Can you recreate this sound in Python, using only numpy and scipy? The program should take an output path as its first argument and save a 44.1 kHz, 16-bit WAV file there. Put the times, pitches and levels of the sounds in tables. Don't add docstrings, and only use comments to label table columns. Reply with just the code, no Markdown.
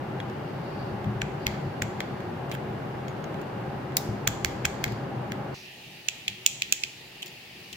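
import sys
import numpy as np
from scipy import signal
from scipy.fft import rfft, irfft, next_fast_len
from scipy.io import wavfile
from scipy.ndimage import uniform_filter1d

SR = 44100
rng = np.random.default_rng(int(sys.argv[2]) if len(sys.argv) > 2 else 0)


def int16_out(signal):
    q = np.round(np.clip(np.atleast_2d(signal).T, -1, 1) * 32767)
    wavfile.write(sys.argv[1], SR, q.astype(np.int16))


N = 342216
T = np.arange(N) / SR
SIDES = np.array([[.5], [-.5]])
CUT_S = 5.543
FLOOR_TOP_HZ = 15900

# f/Hz, left-right correlation
ROAR_ALIKE = [(60, 0.89), (120, 1), (240, 0.9252), (480, 0.59), (950, 0.31), (1890, 0.22), (3770, 0.066),
              (7520, 0.098), (15000, -0.25)]
# f/Hz, left-right level/dB
ROAR_LEAN = [(60, 1.5), (240, 1.5), (950, 1.5), (3770, -0.5), (15000, 0.5)]


def amp(db):
    return 10 ** (np.asarray(db) / 20)


def unit(x):
    return x / np.sqrt(np.mean(x ** 2) + 1e-20)


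def along(points, hz):
    f, v = np.transpose(points)
    return np.interp(np.log(hz + 1), np.log(f + 1), v)


def filtered(x, response):
    n = x.shape[-1]
    m = next_fast_len(2 * n if n < SR else n + 8192)
    return irfft(rfft(x, m) * response(np.fft.rfftfreq(m, 1 / SR)), m)[..., :n]


def add(track, s, sound):
    part = track[:, round(s * SR):][:, :sound.shape[1]]
    part += sound[:, :part.shape[1]]


def humps(peaks, hz):
    return sum(db / (1 + (2 * (hz - c) / w) ** 2) for c, w, db in peaks)


def air(colour_db, alike, lean, patchy_db):
    z = signal.stft(rng.standard_normal((2, N)), nperseg=512)[2]
    field = uniform_filter1d(rng.standard_normal(z.shape[1:]), 6, 0)
    field = uniform_filter1d(field, 14, 1)
    pair = signal.istft(z * amp(patchy_db * unit(field)), nperseg=512)[1][:, :N]

    def turn(hz):
        return np.arccos(np.clip(along(alike, hz), -1, 1)) / 2

    def gain(hz):
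        return amp(colour_db(hz) + SIDES * along(lean, hz)) * (hz < FLOOR_TOP_HZ)

    mid, side = filtered(pair, lambda hz: [np.cos(turn(hz)), np.sin(turn(hz))])
    return unit(filtered(np.array([mid + side, mid - side]), gain))


def fan():
    # f/Hz, relative level/dB
    roar_colour = [(12, -54), (20, -12), (60, -18), (135, -2), (237, -8.5), (372, -7.5), (465, -12),
                   (816, -13), (966, -15), (1650, -20.5), (3140, -31.5), (4530, -38.5), (8650, -51),
                   (15200, -47.5), (16500, -78)]
    # f/Hz, width/Hz, boost/dB
    roar_peaks = [(130, 38.5, 5.5), (205.6, 8.6, 8), (374.3, 43, 4.5), (807, 100, 6), (550, 62, 3.5),
                  (1624, 13, 5.5), (2820, 150, 4)]
    # f/Hz, relative level/dB
    hiss_colour = [(12, -41), (20, 3), (48, -12), (65, -14), (131, -0.5), (237, -6), (361, -7.5), (452, -9),
                   (839, -10.5), (994, -16), (1430, -17.5), (2660, -2.5), (8650, -24.5), (15200, -23),
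                   (16500, -22)]
    # f/Hz, width/Hz, boost/dB
    hiss_peaks = [(132, 28.63, 5), (199.5, 16, 6), (371, 42, 8), (820, 150, 3.5), (1849.8, 190, 6),
                  (2440, 290, 1.5), (3320, 354, -2), (4593, 456, -2.5)]
    # f/Hz, left-right correlation
    hiss_alike = [(60, 0.9496), (180, 0.9968), (550, 0.6), (1650, 0.14), (4970, 0.072), (15000, 0.0)]
    # f/Hz, left-right level/dB
    hiss_lean = [(60, 1), (240, 2.5), (950, 1), (3770, -0.5), (15000, 0.5)]
    roar_db, hiss_db = -33.5, -46
    roar = air(lambda hz: along(roar_colour, hz) + humps(roar_peaks, hz),
               ROAR_ALIKE, ROAR_LEAN, patchy_db=0.37)
    hiss = air(lambda hz: along(hiss_colour, hz) + humps(hiss_peaks, hz),
               hiss_alike, hiss_lean, patchy_db=1.421)
    return np.where(T < CUT_S, amp(roar_db) * roar, amp(hiss_db) * hiss)


def airy_band():
    # t/s, level/dB
    swells = [(0, -74), (.45, -65), (.9, -56.5), (.97, -68), (1.35, -75), (1.43, -58), (1.75, -64),
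              (2.1, -63), (2.4, -70), (4.0, -69), (4.8, -60), (4.9, -53), (5.05, -68), (5.5, -74),
              (5.56, -52), (5.75, -62), (7.0, -62), (7.76, -58)]
    band = air(lambda hz: -20 * np.log10(1 + ((hz - 4550) / 480) ** 2),
               ROAR_ALIKE, ROAR_LEAN, patchy_db=1.5)
    return amp(np.interp(T, *np.transpose(swells))) * band


def rattle(ms, shared_hz):
    first_db = 5
    t = np.arange(1024) / SR
    fade = np.exp(-(t / (abs(ms) / 1000)) ** 2)
    z = rfft(rng.standard_normal((3, len(t))) * fade * amp(first_db * np.exp(-t / 0.00034)))
    share = 1 / (1 + (np.fft.rfftfreq(len(t), 1 / SR) / shared_hz) ** 6)
    z = np.sqrt(share) * z[0] + np.sqrt(1 - share) * z[1:]
    even = irfft(z / np.sqrt(uniform_filter1d(abs(z) ** 2, size=10)))
    return even * (t < .01)


def steel(hz, spread_db):
    # f/Hz, width/Hz, level/dB
    modes = [(1210, 230, -7), (1580, 250, 0), (2100, 350, 0.5), (2473, 320, 1), (3310, 385, 3),
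             (4100, 380, 3), (4750, 520, 4), (5730, 870, 3), (6970, 540, 5), (7960, 580, 0),
             (10430, 2200, -2), (11270, 1740, -1), (12900, 640, -2), (14100, 698.8, -2), (15100, 580, 5.5)]
    draw = rng.normal(0, spread_db, len(modes))
    return sum((-1) ** k * amp(db + draw[k]) * 1j * hz * w / (c * c - hz * hz + 1j * hz * w)
               for k, (c, w, db) in enumerate(modes))


def room(spectrum):
    # f/Hz, t60/s
    decay = [(1000, 0.3), (3000, 0.6), (7000, 0.62), (15000, 0.27)]
    # f/Hz, level/dB
    colour = [(1500, -1), (2600, 0.5), (4500, -1.5), (7000, -2.5), (9500, -3), (13000, 0), (15500, -7)]
    hz, t, z = signal.stft(rng.standard_normal((2, SR // 2)), SR, nperseg=256)
    fade_db = along(colour, hz) + along(spectrum, hz) - 60 * t[:, None] / along(decay, hz)
    return signal.istft(z * amp(fade_db.T) * (hz < FLOOR_TOP_HZ)[:, None], SR, nperseg=256)[1]


def clicks(rows, colours):
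    # middle f/Hz, width/Hz
    bands = [(1500, 600), (2100, 1050), (2600, 1050), (3300, 950), (4900, 2400), (7200, 2100),
             (10400, 4700), (14700, 3500)]
    weight_reach = [1.38, 1.2, 1.07, 1.26, 0.06, 0.36, 0.57, 0.084]
    bright_reach = [0.43, 0.18, 0, 0.037, 0, 0.54, 0.72, 1]
    # f/Hz, level/dB
    after_cut = [(1500, -23.5), (2100, -12), (2600, 8), (3300, 2.5), (4900, 0), (7200, 1.5), (15000, -3.5)]
    # f/Hz, left-right level/dB
    ports = [(1500, -1), (2000, 2.5), (2600, -9), (3300, 2), (5500, -1), (6800, -5), (9000, 5.5),
             (15000, 1.5)]
    # f/Hz, left lead/rad
    port_lead = [(1400, 0), (2000, -2.1), (2600, -3.5)]
    direct_db, answer_db = 68, 24.5
    edge_db, deep_db = -9.5, -30
    wall_s, wall_db = .0105, -17.5
    lead = 64
    out, (hz_mid, width) = np.zeros((2, N)), np.transpose(bands)
    for k, (s, db, weight_db, bright_db, pan_db, ms, *more) in enumerate(rows):
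        tint_db = weight_db * np.array(weight_reach) + bright_db * np.array(bright_reach)
        tint_db = tint_db + (s > CUT_S) * along(after_cut, hz_mid)
        tint_db[[0, 3]] += more[:2] or 0
        level_db = db + tint_db + colours[k % len(colours)] - 10 * np.log10(width)
        spectrum = [(450, level_db[0] + deep_db), (900, level_db[0] + edge_db),
                    *zip(hz_mid, level_db), (17000, level_db[-1] + edge_db)]

        def gain(hz):
            balance_db = SIDES * (pan_db + along(ports, hz))
            level = amp(along(spectrum, hz) + direct_db + balance_db)
            return steel(hz, spread_db=0.5) * level * np.exp(1j * SIDES * along(port_lead, hz))

        for late_s, late_db in (0, 0), (wall_s, wall_db):
            contacts = np.pad(rattle(ms, shared_hz=2240.0), ((0, 0), (lead, 0)))
            add(out, s + late_s - lead / SR, amp(late_db) * filtered(contacts, gain))
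        answer = filtered(room(spectrum), lambda hz: steel(hz, spread_db=0.5))
        add(out, s + .004, amp(answer_db) * answer)
    return out


def faint_taps(count):
    faint_db, spread_db, faint_ms = -53.5, 3, 2.5
    when, size = rng.random(count), rng.standard_normal((count, 4))
    return [(.05 + u * (N / SR - .1), faint_db + spread_db * a, *spread_db * np.array(rest), faint_ms)
            for u, (a, *rest) in zip(when, size)]


def bit_taps():
    # t/s, relative level/dB, weight/dB, brightness/dB, left-right level/dB, rattle/ms
    taps = [(.2011, -42, 5, -9, 1, 2.3), (.2984, -44.5, -5, -10, 1.5, 2.1), (1.0433, -52, 6, 1, 0, 2.9),
            (1.5434, -50, -4, -7, 5, 2.5), (2.4962, -49, -4, 2, .5, 2.5), (2.5147, -31.5, -4.5, -3, 0, 2.5),
            (2.5225, -45, -2, 2, 1, 2.5), (2.5500, -48, 6, 9, -1, 2.9), (3.0817, -38.5, -4, -5, 0, 2.8),
            (3.241, -40, -6, -5, 1, 3.5), (3.4151, -50, -4, 7, -1.5, 2.5), (4.8613, -41, -6, -2, 2, 3.04),
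            (4.8788, -43, 0, -2, 1, 2.4), (4.9215, -41, -7, -1, -2, 2.8), (5.3192, -33, -2, -1, -1, 2),
            (6.2997, -39.5, -5, -6, -2.5, 2.4), (7.2219, -43, 1, 10, .5, 4.3), (7.2277, -42, 5.5, 0, 5, 2),
            (7.229, -36, -5, 4, -.5, 3.1), (7.26, -39, -9, 10, 1, 2.7), (7.268, -43, -5, 7, 1, 2.5),
            (7.2785, -46, -5, 9, 1, 6), (7.7283, -31.5, -7.5, -2, 7, 5.9)]
    tap_colour = [-1, 4.5, -4.5, -4, -13, -12.5, -9, -12]
    # t/s, relative level/dB, weight/dB, brightness/dB, left-right level/dB, rattle/ms
    drop = [(3.968, -12, 0, 0, -1.5, 3.6)]
    drop_colour = [-37, -11.5, -19, -21, -11.5, -16, -8, -6]
    return clicks(taps + faint_taps(count=6), [tap_colour]) + clicks(drop, [drop_colour])


def bit_pings():
    # t/s, f/Hz, level/dB, t60/s
    pings = [(.202, 3300, -38, .03), (.202, 6700, -58, .05), (2.516, 6600, -44, .02),
             (2.519, 3400, -42, .04), (3.082, 6700, -51, 0.11), (3.2415, 6400, -44, .025),
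             (3.416, 6800, -56, .05), (3.968, 3800, -34.5, 0.11), (3.969, 6500, -39, 0.0186),
             (7.2287, 2990, -21, .012), (7.261, 7000, -50, 0.17)]
    out, t = np.zeros((2, N)), np.arange(SR // 4) / SR
    for s, hz, db, t60 in pings:
        onset = 1 - np.exp(-t / 0.00043)
        add(out, s, amp(SIDES * -2.5 + db - 60 * t / t60) * np.sin(2 * np.pi * hz * t) * onset)
    return out


def desk():
    # t/s, relative level/dB, extra level below 90 Hz/dB
    thuds = [(0.921, -18.5, -15.5), (1.066, -12.5, -18), (1.161, -21, -10), (1.225, -21, 4),
             (1.466, -18, 5), (1.667, -19.5, -12.5), (1.823, -17, -6), (4.09, -14, -5), (4.275, -16, -2),
             (4.445, -25.5, 11.5), (4.55, -24, -12), (4.654, -28, 13), (4.864, -18.5, -1),
             (4.926, -19, -10.5), (6.29, -33, -3), (7.73, -48, 13)]
    # f/Hz, level/dB, t60/s
    desk_modes = [(51, -19, 0.3695), (75.5, -3, 0.12), (113.3, 1, 0.16), (140, 1, 0.063), (203.5, -6, 0.25)]
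    out, t = np.zeros((2, N)), np.arange(SR // 2) / SR
    onset = 1 - np.exp(-t / 0.0061)
    for s, db, deep_db in thuds:
        thud = sum(amp(db + level + deep_db * (hz < 90) - 60 * t / t60) * np.sin(2 * np.pi * hz * t)
                   for hz, level, t60 in desk_modes)
        add(out, s, 0.5 * thud * onset * amp(SIDES * 2.823))
    return out


def grainy_noises(table, spiky, fade_db):
    out = np.zeros((2, N))
    for s, length, db, centre_hz in table:
        t = np.arange(round(length * SR) + 512) / SR
        grains = rng.standard_normal((3, len(t)))
        grains = grains * rng.exponential(1, len(t)) ** spiky * (t < length)
        grit = (grains[0] + 0.35 * grains[1:]) * amp(fade_db * t / length)

        def response(hz):
            band = (hz < FLOOR_TOP_HZ) / (1 + (3 * np.log((hz + 1) / centre_hz)) ** 2) ** 1.5
            return steel(hz, spread_db=1.5) * band

        add(out, s, amp(db) * unit(filtered(grit, response)))
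    return out


def pawl():
    # t/s, relative level/dB, weight/dB, brightness/dB, left-right level/dB, rattle/ms,
    # extra knock/dB, extra body/dB, level of the lead-in noise/dB
    snaps = [(1.217, -30.5, 7.5, -9, 2, 2.2, -5, -8.5, -41),
             (1.4668, -20.5, 3, -0.5, 2.5, 1.6, -5.5, -1, -38), (1.8204, -29, 5.5, 2, 1, 3.1, -9, -6, -38),
             (2.004, -30.5, 3, 0, 0, 2.4, 2.5, 4, -66), (4.274, -19, -3.5, 6.5, -2, 2.9, 0.5, 5, -34),
             (4.4466, -17, -2, 3, -4, 2, -2, 1, -55), (4.652, -22, 2, 2.5, -1.5, 3.9, -5.5, -4.5, -30.5),
             (4.8405, -21.5, 1.5, 2.5, -2.5, 2.3, -5, -0.5, -45),
             (6.0849, -22, 0, 0, -0.5, 2.7, 2, -1, -46), (6.2798, -23.5, 4.5, 0, 1, 3.4, 3, 1.2, -51),
             (6.4624, -14, -4, 8, -2, 3.4, -4.5, 1.5, -45), (6.62, -19.5, 2.5, -1, 0, 2.5, -1, 0, -53),
             (6.7236, -16, -3.5, 7.5, -0.5, 3.2, 3.5, -0.5, -66),
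             (6.8358, -18, 0.5, -7.5, 0, 2.7, -3, -5, -55)]
    over = [0, -1, -4, -5.5, -10.5, -5, -14, -11.5]
    back = [-9, 2.5, -9.5, -10.5, -11, -14, -15.5, -14]
    lead_in_s, lead_in_hz = 0.0037, 2100
    lead_ins = [(s - lead_in_s, lead_in_s, db, lead_in_hz) for s, *_, db in snaps]
    return clicks(snaps, [over, back]) + grainy_noises(lead_ins, spiky=0.6, fade_db=0)


def scrapes_and_swish():
    # t/s, length/s, level/dB, middle f/Hz
    fading_noises = [(2.518, 0.012, -44, 2650), (2.518, 0.0191, -59, 12000), (2.532, 0.012, -50, 2700),
                     (2.542, .013, -49, 2680), (2.538, .016, -54, 11510), (4.6455, .005, -39, 2090),
                     (5.545, 0.028, -59, 5450), (5.545, 0.12, -56.5, 5040), (7.264, 0.032, -54, 4500),
                     (7.732, 0.012, -48, 2601)]
    return grainy_noises(fading_noises, spiky=0.52, fade_db=-8)


def scene():
    background = fan() + airy_band()
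    return background + bit_taps() + bit_pings() + desk() + pawl() + scrapes_and_swish()


def record(dry):
    top_hz = 17050

    def response(hz):
        return np.clip((top_hz - hz) / 300, 0, 1) / (1 + (33 / (hz + 1)) ** 6)

    return filtered(np.clip(dry, -1, 1), response)


dry = scene()
out = record(dry)
int16_out(out)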